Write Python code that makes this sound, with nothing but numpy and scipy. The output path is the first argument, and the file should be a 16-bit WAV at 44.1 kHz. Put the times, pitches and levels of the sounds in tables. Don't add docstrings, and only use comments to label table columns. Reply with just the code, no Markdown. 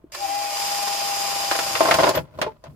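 import sys
import numpy as np
from scipy import signal
from scipy.fft import rfft, irfft
from scipy.io import wavfile
from scipy.ndimage import uniform_filter1d

SR = 44100
rng = np.random.default_rng(int(sys.argv[2]) if len(sys.argv) > 2 else 0)


def output_pcm(signal):
    pcm = np.clip(np.atleast_2d(signal).T, -1, 1) * 32767
    wavfile.write(sys.argv[1], SR, np.round(pcm).astype(np.int16))


N = 121275
T = np.arange(N) / SR
RISE_S = 0.00075

# f/Hz, relative level/dB
CRACK_SPECTRUM = [(60, -28), (700, 7), (1400, 5.5), (4500, -5.5), (7000, -19), (16000, -47)]


def amp(db):
    return 10 ** (np.asarray(db) / 20)


def unit(x):
    return x / np.sqrt(np.mean(x ** 2) + 1e-20)


def curve(table, column=1):
    rows = np.array(table)
    return np.interp(T, rows[:, 0], rows[:, column])


def at_frequency(table, hz):
    f, value = np.transpose(table)
    return np.interp(np.log(hz + 1), np.log(f + 1), value)


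def add(mix, start, sound):
    part = mix[..., max(round(start * SR), 0):][..., :sound.shape[-1]]
    part += sound[..., :part.shape[-1]]


def drift(hz):
    rolloff = 1 + (np.fft.rfftfreq(N, 1 / SR) / hz) ** 4
    return unit(irfft(rfft(rng.standard_normal(N)) / rolloff, N))


def noise(spectrum, grain=1):
    # f/Hz, correlation
    correlation = [(60, 1), (600, 0.46), (5000, -0.11), (13500, 0.3)]
    hz = np.fft.rfftfreq(N, 1 / SR)
    ripple = unit(uniform_filter1d(rng.standard_normal((2, len(hz))), size=130))
    gain = amp(at_frequency(spectrum, hz) + 2.8 * ripple * hz / (hz + 1000))
    mid, side = rfft(rng.standard_normal((2, N)) * grain) * gain
    alike = at_frequency(correlation, hz)
    mid, side = mid * np.sqrt(1 + alike), side * np.sqrt(1 - alike)
    return unit(irfft(np.array([mid + side, mid - side]), N))


def tone(cycles, pan_db, lead_rad):
    side = np.array([[.5], [-.5]])
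    return amp(side * pan_db) * np.sin(2 * np.pi * cycles + side * lead_rad)


def strike(t, rise, t60):
    return np.clip(t / rise, 0, 1) * np.exp(-np.log(1000) * np.maximum(t - rise, 0) / t60)


def rumble():
    # f/Hz, relative level/dB
    spectrum = [(20, -4.5), (65, 2.5), (350, -10), (5000, -41)]
    return amp(-59) * noise(spectrum)


def shed_reverb(sound):
    # f/Hz, t60/s
    decay = [(100, 0.12), (14000, 0.054)]
    reflections = rng.standard_normal((2, SR // 2)) * (T[:SR // 2] > .004)
    hz, t, bands = signal.stft(reflections, SR, nperseg=256)
    absorption = np.exp(-np.log(1000) * t / at_frequency(decay, hz)[:, None])
    tail = signal.istft(bands * absorption, SR, nperseg=256)[1]
    return amp(-13) * signal.fftconvolve(sound, tail / np.linalg.norm(tail[0]), axes=1)[:, :N]


def bit_groan():
    # t/s, f/Hz, level/dB
    glide = [(.15, 384, -53), (.33, 285.6, -51), (.47, 278.5, -51.5), (.58, 271, -66)]
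    pressed = (T > glide[0][0]) & (T < glide[-1][0])
    cycles = np.cumsum(curve(glide)) / SR
    return pressed * amp(curve(glide, column=2)) * np.sin(2 * np.pi * cycles)


def clear_rings():
    # t/s, f/Hz, level/dB, rise/s, t60/s
    rings = [(0.041, 326, -33, 0.0021, 0.029), (2.152, 13460, -26, 0.0082, 0.078),
             (2.466, 435.5, -22, 0.0045, 0.11), (2.472, 874, -25, 0.012, 0.066),
             (2.68, 147.6, -35.5, 0.013, 0.067)]
    out, t = np.zeros((2, N)), T[:SR // 3]
    for start, hz, db, rise, t60 in rings:
        cycles = np.cumsum(hz * (1 + 0.0055 * drift(hz=150)[:len(t)])) / SR
        add(out, start, amp(db) * strike(t, rise, t60) * np.sin(2 * np.pi * cycles))
    return out


def tray_ring(start, pitch_spread):
    # f/Hz, relative level/dB, t60/s, left minus right/dB
    modes = [(332.3, -10.5, 0.13, 3.5), (412.4, -6, 0.086, -1), (564, -2.5, 0.046, -2.5),
             (640, 3.5, 0.056, 4.5), (889, -5, 0.054, 10), (1037, -2.5, 0.056, -8.5),
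             (1452, -14, 0.061, 11)]
    # t/s, frequency ratio
    sink = [(1.95, 1.01), (2.06, .96)]
    detune = np.interp(start, *np.transpose(sink)) + pitch_spread * rng.standard_normal(len(modes))
    t = T[:SR // 6]
    ring = sum(amp(db) * strike(t, RISE_S, t60) * tone(hz * ratio * t, pan_db, lead_rad=-0.81)
               for (hz, db, t60, pan_db), ratio in zip(modes, detune))
    return signal.sosfilt(signal.butter(2, modes[0][0], "high", fs=SR, output="sos"), ring / 2)


def tray_snaps():
    # t/s, ring level/dB, crack level/dB, tick level/dB
    blows = [(.148, -41, -31.5, -30.5), (0.871, -24.5, -28.5, -53), (1.512, -21, -15, -24),
             (1.552, -23.5, -24, -50), (1.589, -24, -19.5, -25.5), (1.752, -26, -17.5, -46),
             (1.8065, -3, -19, -47), (1.91, -14, -9.5, -23.5), (1.941, -13, -18, -19.5),
             (1.986, -7.5, -22.5, -50), (2.038, -7.5, -20, -50), (2.091, -20, -43, -20),
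             (2.15, -17.5, -21, -32), (2.388, -20, -41.5, -46), (2.4149, -18.5, -17, -27),
             (2.426, -17, -36, -62), (2.464, -18.5, -40, -70), (2.639, -33, -45, -49)]
    # f/Hz, relative level/dB
    tick_spectrum = [(1000, -20.5), (4500, 7.5), (16000, -10.5)]
    splinters = np.sqrt(rng.exponential(1, N))
    ring, crack, tick = np.zeros((2, N)), np.zeros(N), np.zeros(N)
    for start, ring_db, crack_db, tick_db in blows:
        add(ring, start, amp(ring_db) * tray_ring(start, pitch_spread=0))
        add(crack, start, amp(crack_db) * strike(T[:SR // 4], RISE_S, t60=0.09))
        add(tick, start, amp(tick_db) * strike(T[:SR // 4], RISE_S, t60=0.064))
    return ring + crack * noise(CRACK_SPECTRUM, splinters) + tick * noise(tick_spectrum, splinters)


def edge_catch():
    period_s, peak_s, end_s = .0381, .945, 1.79
    return np.cos(2 * np.pi * (T - peak_s) / period_s) * (T < end_s)


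def bit_chatter():
    # t/s, level/dB
    cut = [(.11, -68), (.15, -46), (1.79, -36), (1.85, -19.5), (1.92, -19), (1.975, -29.5), (2, -17.5),
           (2.09, -17), (2.137, -32.5), (2.18, -18), (2.225, -52.5), (2.31, -56.5), (2.45, -34.5),
           (2.52, -51), (2.62, -70.5), (2.66, -44), (2.75, -69.5)]
    slips_per_s, spread_db, scrape_db, catch_db = 130, 3, -6.5, 4
    scrape_noise, ring, scrape = noise(CRACK_SPECTRUM), np.zeros((2, N)), np.zeros(N)
    for k, (late, size) in enumerate(rng.standard_normal((600, 2))):
        start = (k + 0.2868 * late) / slips_per_s
        if start < T[-1]:
            force = amp(spread_db * size)
            add(ring, start, force * tray_ring(start, pitch_spread=0.013))
            add(scrape, start, force * strike(T[:SR // 10], RISE_S, t60=0.044))
    chatter = unit(ring) + amp(scrape_db) * unit(scrape * scrape_noise)
    running_rms = np.sqrt(abs(uniform_filter1d((chatter ** 2).mean(0), size=2200)) + 1e-9)
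    return amp(curve(cut) + catch_db * edge_catch()) * chatter / running_rms


def tray_flex():
    # t/s, level/dB
    envelope = [(0, -86), (.15, -73.5), (1.78, -48.5), (2.04, -32.5), (2.135, -44), (2.185, -28),
                (2.29, -60), (2.42, -36.5), (2.6, -66), (2.68, -50)]
    # f/Hz, relative level/dB
    spectrum = [(25, -26.5), (65, -3), (130, 3), (320, -9), (2000, -40)]
    return amp(curve(envelope)) * noise(spectrum)


def whine():
    # t/s, f/Hz, level/dB
    course = [(.11, 799, -95), (.19, 797, -45), (.222, 813, -32), (.256, 786, -28.5), (.272, 787, -47),
              (.288, 794, -32), (.364, 812.5, -29.5), (.59, 808, -35.5), (.72, 809.5, -32),
              (2.1, 789.2, -39.5), (2.14, 803, -95)]
    # harmonic number, relative level/dB, left minus right/dB
    partials = [(1, 1.5, 7.5), (6, -19, 4)]
    waver, sag = 0.00242, .003
    cycles = np.cumsum(curve(course) * (1 + waver * drift(hz=21.4) - sag * edge_catch())) / SR
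    level = np.sqrt(2) * amp(curve(course, column=2) + 1.08 * drift(hz=30))
    return level * sum(amp(db) * tone(k * cycles, pan_db, lead_rad=1.66 / k)
                       for k, db, pan_db in partials)


def gear_rattle(turns):
    # f/Hz, relative level/dB
    spectrum = [(40, -17.5), (230, -35), (450, -11), (620, -5), (1080, -0.5), (1650, -6.5), (2500, -1),
                (4100, -5.5), (4920, 5), (5900, -5), (6650, -0.5), (8000, -8), (14400, -10.5),
                (15100, -41.5)]
    impacts_per_s, turn_depth = 3000, 0.096
    impacts = rng.random(N) < impacts_per_s / SR
    teeth = impacts * amp(-4 * np.minimum(rng.exponential(1, N), 4))
    return noise(spectrum, (0.68 + teeth) * (1 + turn_depth * np.cos(2 * np.pi * turns)))


def shaft_tones(speed, turns):
    # harmonic number, level/dB
    harmonics = [(1, -49), (5, -45), (15, -50.5), (18, -50), (20, -50), (24, -49.5)]
    # f/Hz, half-width/Hz, boost/dB
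    resonances = [(548, 15, 24.5), (885, 45, 10), (2435, 280, 6)]
    cutoff_hz, backlash_turns = 193, .005
    out = np.zeros(N)
    for k, db in harmonics:
        hz = k * speed
        boost_db = sum(lift / (1 + ((hz - centre) / width) ** 2) for centre, width, lift in resonances)
        radiated = 1 / np.sqrt(1 + (cutoff_hz / hz) ** 10)
        cycles = k * (turns + backlash_turns * drift(hz=70))
        out += radiated * amp(db + boost_db + 2 * drift(hz=5.3)) * np.sin(2 * np.pi * cycles)
    return out


def drill():
    # t/s, f/Hz
    rotation = [(.2, 116), (.26, 130), (.36, 136), (.545, 120), (.585, 177), (.67, 196), (.84, 205),
                (2.1, 190), (2.22, 107)]
    # t/s, level/dB
    gears = [(.114, -98), (.121, -39.5), (.25, -33), (.51, -31), (.58, -27.5), (1.8, -27), (2.1, -30),
             (2.125, -40.5), (2.18, -40), (2.25, -79)]
    waver, flutter_db = 0.0029, 0.65
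    speed, gear_db = curve(rotation), curve(gears)
    turns = np.cumsum(speed * (1 + waver * drift(hz=25.1))) / SR
    level = amp(gear_db + flutter_db * drift(hz=60))
    load = np.minimum(2 * level / amp(gear_db.max()), 1)
    return level * gear_rattle(turns) + load * shaft_tones(speed, turns) + whine()


def scene():
    direct = drill() + bit_groan() + tray_snaps() + bit_chatter() + tray_flex() + clear_rings()
    return direct + shed_reverb(direct) + rumble()


def record(dry):
    lowpass = signal.firwin(511, 16200, window=("kaiser", 9), fs=SR)
    return signal.oaconvolve(np.clip(dry, -1, 1), lowpass[None], "same")


dry = scene()
out = record(dry)
output_pcm(out)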